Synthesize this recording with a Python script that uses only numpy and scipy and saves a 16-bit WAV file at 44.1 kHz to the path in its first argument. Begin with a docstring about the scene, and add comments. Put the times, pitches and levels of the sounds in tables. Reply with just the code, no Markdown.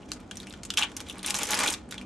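"""A paper and plastic syringe wrapper snaps and crackles open in gloved hands, over a steady fan. Creases
buckle one by one, each a short cluster of cracks ringing at its own pitch, some with a higher overtone as well.
As the seam peels, the glue lets go in a dense crackle that rings the film pocket and the sheet. The hard walls
of the steel cabinet around it answer quickly."""
import sys
import numpy as np
from scipy import signal
from scipy.fft import rfft, irfft
from scipy.io import wavfile

SR = 44100
rng = np.random.default_rng(int(sys.argv[2]) if len(sys.argv) > 2 else 0)


def to_wav(s):
    """Save 16-bit WAV."""
    ch = np.atleast_2d(s).T  # columns
    pcm = np.round(np.clip(ch, -1, 1) * 32767)  # PCM
    wavfile.write(sys.argv[1], SR, pcm.astype(np.int16))


N = 90625


def from_db(db):
    """dB to gain."""
    return 10 ** (np.asarray(db) / 20)


def rms_one(x):
    """Scale to rms 1."""
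    return x / np.sqrt(np.mean(x ** 2) + 1e-20)


def peak_one(x):
    """Scale to peak 1."""
    return x / np.abs(x).max()


def at_bins(points):
    """Interpolate (freq_hz, value) points onto the FFT bins, in log frequency."""
    bin_hz = np.maximum(np.arange(N // 2 + 1) * SR / N, 1)
    freq_hz, values = np.transpose(points)
    return np.interp(np.log(bin_hz), np.log(freq_hz), values)


def colour(x, spectrum):
    """Filter by (freq_hz, gain_db) points; scale to rms 1."""
    return rms_one(irfft(rfft(x) * from_db(at_bins(spectrum)), N))


def butter(x, order, edge_hz, kind="low"):
    """Butterworth filter."""
    return signal.sosfilt(signal.butter(order, edge_hz, kind, fs=SR, output="sos"), x)


def resonance(x, hz, width_hz, stages=1):
    """Two-pole resonators in series."""
    r = np.exp(-np.pi * width_hz / SR)
    for _ in range(stages):
        x = signal.lfilter([1 - r * r, 0, r * r - 1], [1, -2 * r * np.cos(2 * np.pi * hz / SR), r * r], x)
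    return x


def ring_modes(drive, modes):
    """Parallel resonators, normalised for width, alternating in sign."""
    return sum((-1) ** k * from_db(db) * resonance(drive, hz, width_hz) / np.sqrt(2 * np.pi * width_hz / SR)
               for k, (hz, width_hz, db) in enumerate(modes))


def drift(rate_hz):
    """Smooth random wander, rms 1."""
    r = np.exp(-2 * np.pi * rate_hz / SR)
    slow = signal.lfilter([1], [1, -2 * r, r * r], rng.standard_normal(N + SR))[SR:]
    return rms_one(slow - slow.mean())


def fan():
    """Steady air noise, stronger at the duct resonances; the lows are nearly mono."""
    # freq_hz, gain_db
    air_spectrum = [(21, -43), (35, -6.5), (296, -6), (350, -6), (627, -13.5), (725, -13), (947, -20.5),
                    (1300, -20.5), (1460, -21), (1610, -29), (3260, -35), (8810, -45), (11500, -70),
                    (15000, -105), (22000, -120)]
    # pitch_hz, width_hz, level_db
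    duct_modes = [(67.6, 41, -56), (195.5, 16.7, -51), (248.3, 32, -54), (301.04, 7.4, -56)]
    # freq_hz, correlation
    stereo_likeness = [(60, 0.89), (240, 0.92), (930, 0.63), (3690, 0.18), (14500, 0.76)]
    alike = at_bins(stereo_likeness)
    mid, side = rfft(rng.standard_normal((2, N)))
    noise = irfft(np.sqrt(1 + alike) * mid + np.sqrt(1 - alike) * side * [[1], [-1]], N)
    air = from_db(-48.5 + 0.03 * drift(rate_hz=1)) * colour(noise, air_spectrum)
    hum = sum(from_db(db) * rms_one(resonance(rng.standard_normal(N), hz, width_hz, stages=2))
              for hz, width_hz, db in duct_modes)
    return air + hum


def cabinet(x):
    """Reflections: one bench echo, dense steel-wall echoes, a fainter and longer room tail."""
    bench_s, bench_db, bench_pan_db = 0.0034, -15, -1.5
    wall_db, wall_t60_s, room_db, room_t60_s = -8, 0.039, -10, 0.15
    t = np.arange(SR // 3) / SR
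    tail = sum(from_db(db - 60 * t / t60_s) / np.sqrt(t60_s * SR / np.log(1e6))
               for db, t60_s in ((wall_db, wall_t60_s), (room_db, room_t60_s)))
    mid, side = rng.standard_normal((2, len(t))) * tail * (t > bench_s)
    mid = butter(mid, 1, edge_hz=1860)
    side = from_db(-3.5) * butter(side, 1, edge_hz=480, kind="high")
    response = np.array([mid + side, mid - side])
    response[:, int(bench_s * SR)] += from_db(bench_db + bench_pan_db * np.array([.5, -.5]))
    return signal.fftconvolve(x, response, axes=1)[:, :N]


def seam_peel():
    """Glue and fibres let go in clumped grains: crackle and fine fizz, ringing the pocket and sheet."""
    # time_s, crackle_db; then re crackle: pocket_drive_db, fizz_db, sheet_drive_db
    peel_effort = [(0, -66.5, 8.5, -9, -20), (.12, -61, -5, -6, -14), (.17, -64, 6, -18, -15),
                   (.3, -71, 5, -7, -16), (.33, -58.5, -3.5, -9.5, -16), (.54, -58, -2.5, -11, -24),
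                   (.6, -63.5, 0, -17, -18), (.66, -68, 5.5, -2, -22), (0.76, -57.5, -20, -22, -19),
                   (0.777, -43, 3, 4.5, -34), (.808, -44, 7, 5.5, -36), (0.838, -40.5, 9.5, 1, -22),
                   (0.867, -56, -1.5, -21, -7), (.96, -67, 7.5, -8, -21), (1.01, -50, 3, -3, 2),
                   (1.039, -62, -7, -9, -30), (1.106, -50.5, 1.5, 3.5, 6), (1.149, -55, 6.5, -18, 0),
                   (1.222, -59, 1.5, -19, -11), (1.271, -38, -4, 2, -16), (1.332, -49, 8, -11, -16),
                   (1.362, -41, 1, 2, -2.5), (1.426, -36.5, -1, -10.5, -2),
                   (1.462, -45.5, -6.5, -10.5, -4.5), (1.511, -35, 5, -1, -1), (1.57, -37.5, 4.5, -5, 1.5),
                   (1.62, -33, 3.5, -10, -6.5), (1.687, -35, -2.5, -4, 1.5), (1.729, -49.5, 5, -1.5, -26),
                   (1.802, -61.5, 1.5, -13, -8), (1.879, -73.5, 5, -12, -16), (1.93, -51.5, -1, -7, -27),
                   (2.05, -64.5, 4.5, -15, -5)]
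    # freq_hz, gain_db
    crackle_spectrum = [(820, -12), (1400, -5), (1910, -4), (2370, 3), (2690, -4), (3230, 0), (4870, -9),
                        (7000, -12.5), (9100, -15), (15400, -120)]
    # freq_hz, gain_db
    fizz_spectrum = [(3530, -22.5), (6000, 3.5), (9390, -7), (13000, -9.5), (14000, 4), (15000, -43)]
    # film pocket: pitch_hz, width_hz, gain_db
    pocket_modes = [(848, 103, -9.5), (1098, 95, -7), (1360, 980, -10.5)]
    # stretched sheet: pitch_hz, width_hz, gain_db
    sheet_modes = [(284, 60, -14.5), (411, 120, -6.5), (635, 59, -17.5)]
    grains_per_s, spread_db, clump_db, fizz_clump_db = 8000, 3.0, 3, 6.5
    time_s, *curves = np.transpose(peel_effort)
    crackle_db, pocket_db, fizz_db, sheet_db = (np.interp(np.arange(N) / SR, time_s, c) for c in curves)
    onsets = rng.random(N) < grains_per_s / SR
    strengths = from_db(spread_db * np.minimum(rng.exponential(1, N), 5))
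    grains = rms_one(onsets * strengths * rng.choice([-1, 1], N))
    effort = from_db(crackle_db + clump_db * drift(rate_hz=55.6))
    crackle = colour(grains, crackle_spectrum)
    fizz = from_db(fizz_db + fizz_clump_db * drift(rate_hz=73)) * colour(grains, fizz_spectrum)
    pocket = ring_modes(grains * effort * from_db(pocket_db), pocket_modes)
    sheet = ring_modes(grains * effort * from_db(sheet_db), sheet_modes)
    return effort * (crackle + fizz) + pocket + sheet


def crease_snaps():
    """Each crease buckles: small cracks swell around a main crack, ring at one pitch, fade to a rustle; a
    crease can also ring a higher overtone, given as a row of its own."""
    # start_s, peak_db, pitch_hz, bass_db, treble_db, broad_db (these three re ring), decay_s; a row just after
    # another (0.7728 s) adds that crease's higher overtone ring
    creases = [(0.0305, -44, 2880, -26, -20, -16, 0.0027), (0.1176, -13.5, 4590, 1.5, -1, 12, 0.001),
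               (0.1335, -32.5, 7000, -13, -26, -21, 0.0027), (0.2023, -42, 2250, -9, 16, -12, 0.002),
               (0.311, -26.5, 3360, 1, -40, 7, 0.0033), (0.3562, -32, 7250, -28, -16, 6, 0.0018),
               (0.3707, -22.5, 5700, -16, 0, -1, 0.00098), (0.401, -28, 3640, -39, -1.5, -19, 0.0015),
               (0.43, -35, 4260, -4.5, -25, -1, 0.003), (0.4702, -28.5, 2770, -23, -34, 7, 0.00098),
               (0.4874, -49, 2620, -17, 14, -23, 0.002), (0.497, -36, 3400, -18, 14, -17, 0.0018),
               (0.5066, -34.5, 3660, -16, -12, -8, 0.002), (0.526, -29, 3150, -30, -8, 15, 0.0025),
               (0.5375, -31.5, 3300, -1.5, -30, 1.5, 0.0023), (0.633, -23.5, 6700, -11, -27, 11, 0.005),
               (0.6506, -26.5, 7000, -30, -19, 2.5, 0.0074), (0.7035, -13, 3240, -11, -27, 5, 0.0016),
               (0.7379, -24, 3330, -3, 3, 7, 0.0029), (0.7724, -11, 2990, -16, -2, -12, 0.003),
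               (0.7728, -15.5, 5530, -27, -10, -22, 0.0043), (0.7768, -18.5, 3000, -38, -26, -10, 0.0011),
               (0.7818, -13.5, 3280, -6.5, -19, -27, 0.0014), (0.788, -20, 3300, -12, -21, -23, 0.00069),
               (0.8004, -26, 2910, -7, 3, -17, 0.002), (0.8159, -16.5, 2980, -2, -0.5, -5, 0.0017),
               (0.8237, -11.5, 3080, -29, -35, -38, 0.00099), (0.8304, -13, 3030, -8, -36, -31, 0.0024),
               (0.839, -25, 2870, 13, -16, -2, 0.0017), (0.9164, -34.5, 3600, 6, -26, 10, 0.0022),
               (0.9661, -17, 6160, -41, 9.5, 6, 0.0053), (0.9963, -40, 3440, -26, -20, -12, 0.0017),
               (1.0038, -21, 3600, 1, 6.5, 13, 0.0022), (1.067, -39.5, 3370, -20, -18, -5, 0.002),
               (1.0857, -31.5, 3380, -16, 5, -14, 0.0022), (1.0974, -23, 3420, -21, 1, -6, 0.0018),
               (1.109, -31, 3070, -17, -8, -2, 0.0014), (1.156, -38.5, 2400, -4, -4, -10, 0.0025),
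               (1.182, -32, 8640, -15, -12, 1, 0.0014), (1.192, -33.5, 3530, -15, -14, 5.5, 0.0017),
               (1.23, -21, 8700, -26, -10, 6.5, 0.0034), (1.246, -21, 3260, -7, -11, -15, 0.00083),
               (1.2624, -10, 9310, -36, 5, -9.5, 0.0011), (1.2755, -23, 3630, -20, 2, -4, 0.002),
               (1.2819, -24.5, 2570, -24, -13, -3, 0.0019), (1.2992, -18, 3520, -27, 9, -15, 0.004),
               (1.306, -8.5, 7600, -22, 5, 13, 0.0014), (1.343, -12.5, 3700, -9, 7, 12, 0.0015),
               (1.387, -17.5, 2500, -22, 10, -4, 0.0011), (1.4162, -23.5, 3300, -10.5, 2, -7, 0.0019),
               (1.432, -11, 3440, -26, 12, -13, 0.001), (1.4698, -19, 7900, -28, 8, -16, 0.0023),
               (1.489, -17.5, 2600, -1.5, 7.5, 3, 0.0017), (1.507, -10, 7400, -6, 26, 7, 0.0018),
               (1.5154, -17, 3400, -15, 2, -9, 0.0017), (1.5331, -12.5, 4230, 3, 4, -2, 0.00094),
               (1.543, -11, 5240, -6.5, 5, -10, 0.0012), (1.55, -14.5, 2680, -15, 8, 3, 0.001),
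               (1.5896, -8.5, 8200, -2, -5, 2.5, 0.0022), (1.6013, -12, 2180, -14, 21, -9, 0.0012),
               (1.6343, -15, 7000, -3, 7, 7, 0.0018), (1.6436, -23, 7000, -2, 5, -13, 0.0022),
               (1.6615, -15.5, 2330, -1.5, 2, -19, 0.0012), (1.6744, -12.5, 6850, -21, -2, -3, 0.001),
               (1.678, -13.5, 3700, -25, -3, -2, 0.0028), (1.687, -15, 3320, -20, 8.5, -2, 0.0017),
               (1.7004, -14, 8060, -42, 1, 8, 0.0042), (1.7051, -15.5, 7670, -17, 6, -12, 0.0021),
               (1.7385, -16.5, 3750, -29, -3, 14, 0.0036), (1.7844, -48, 2320, -14, -22, -13.5, 0.0014),
               (1.8893, -42, 8500, -7, -11, -23, 0.0041), (1.91, -25.5, 3820, -28, 16.5, 13, 0.0053),
               (1.9234, -24.5, 3740, 0.5, -35, -1, 0.0016), (1.9427, -28, 2370, -24, -25, 5, 0.0031),
               (1.9795, -26.5, 3280, -33, -39, -4, 0.0046), (2.0132, -31.5, 2490, -21, -40, 1, 0.0032)]
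    cracks_per_s, spread_db, ring_q, pan_spread_db = 6000, 4.0, 3.11, 2
    build_up_s, rustle_db, rustle_decay_s = 0.0007, -23.5, 0.02
    main_delay_s, main_db = 0.0006, 5   # level re the largest small crack
    size = 4096
    t = np.arange(size) / SR
    swell = (1 - np.exp(-t / build_up_s)) ** 2
    rustle = from_db(rustle_db) * np.exp(-t / rustle_decay_s)
    out = np.zeros((2, N + size))
    for start_s, peak_db, pitch_hz, bass_db, treble_db, broad_db, decay_s in creases:
        impulses = (rng.random(size) < cracks_per_s / SR) * rng.choice([-1, 1], size)
        strengths = from_db(spread_db * rng.standard_normal(size))
        cracks = impulses * strengths * swell * (np.exp(-t / decay_s) + rustle) + 1e-12
        cracks[int((build_up_s + main_delay_s) * SR)] = from_db(main_db) * np.abs(cracks).max()
        ring = peak_one(resonance(cracks, pitch_hz, pitch_hz / ring_q, stages=2))
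        low_band = butter(cracks, 2, (1420, 2610), "band")
        bass = from_db(bass_db) * peak_one(butter(low_band, 2, (440, 2800), "band"))
        broad = from_db(broad_db) * peak_one(butter(cracks, 2, (1970, 8000), "band"))
        treble = from_db(treble_db) * peak_one(butter(cracks, 2, (4870, 12600), "band"))
        pan_db = pan_spread_db * rng.standard_normal() * np.array([[.5], [-.5]])
        i = int((start_s - build_up_s) * SR)
        out[:, i:i + size] += from_db(peak_db + pan_db) * peak_one(ring + bass + broad + treble)
    return out[:, :N]


def scene():
    """Wrapper, its reflections and the fan, in stereo."""
    wrapper = crease_snaps() + seam_peel()
    return wrapper + cabinet(wrapper) + fan()


def record(dry):
    """Microphone roll-off in the top octave, then a steep low-pass."""
    mic_hz, stop_hz = 11400, 16400
    soft = butter(dry, 6, mic_hz)
    return signal.sosfilt(signal.cheby2(12, 70, stop_hz, fs=SR, output="sos"), soft)


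dry = scene()
out = record(dry)
to_wav(out)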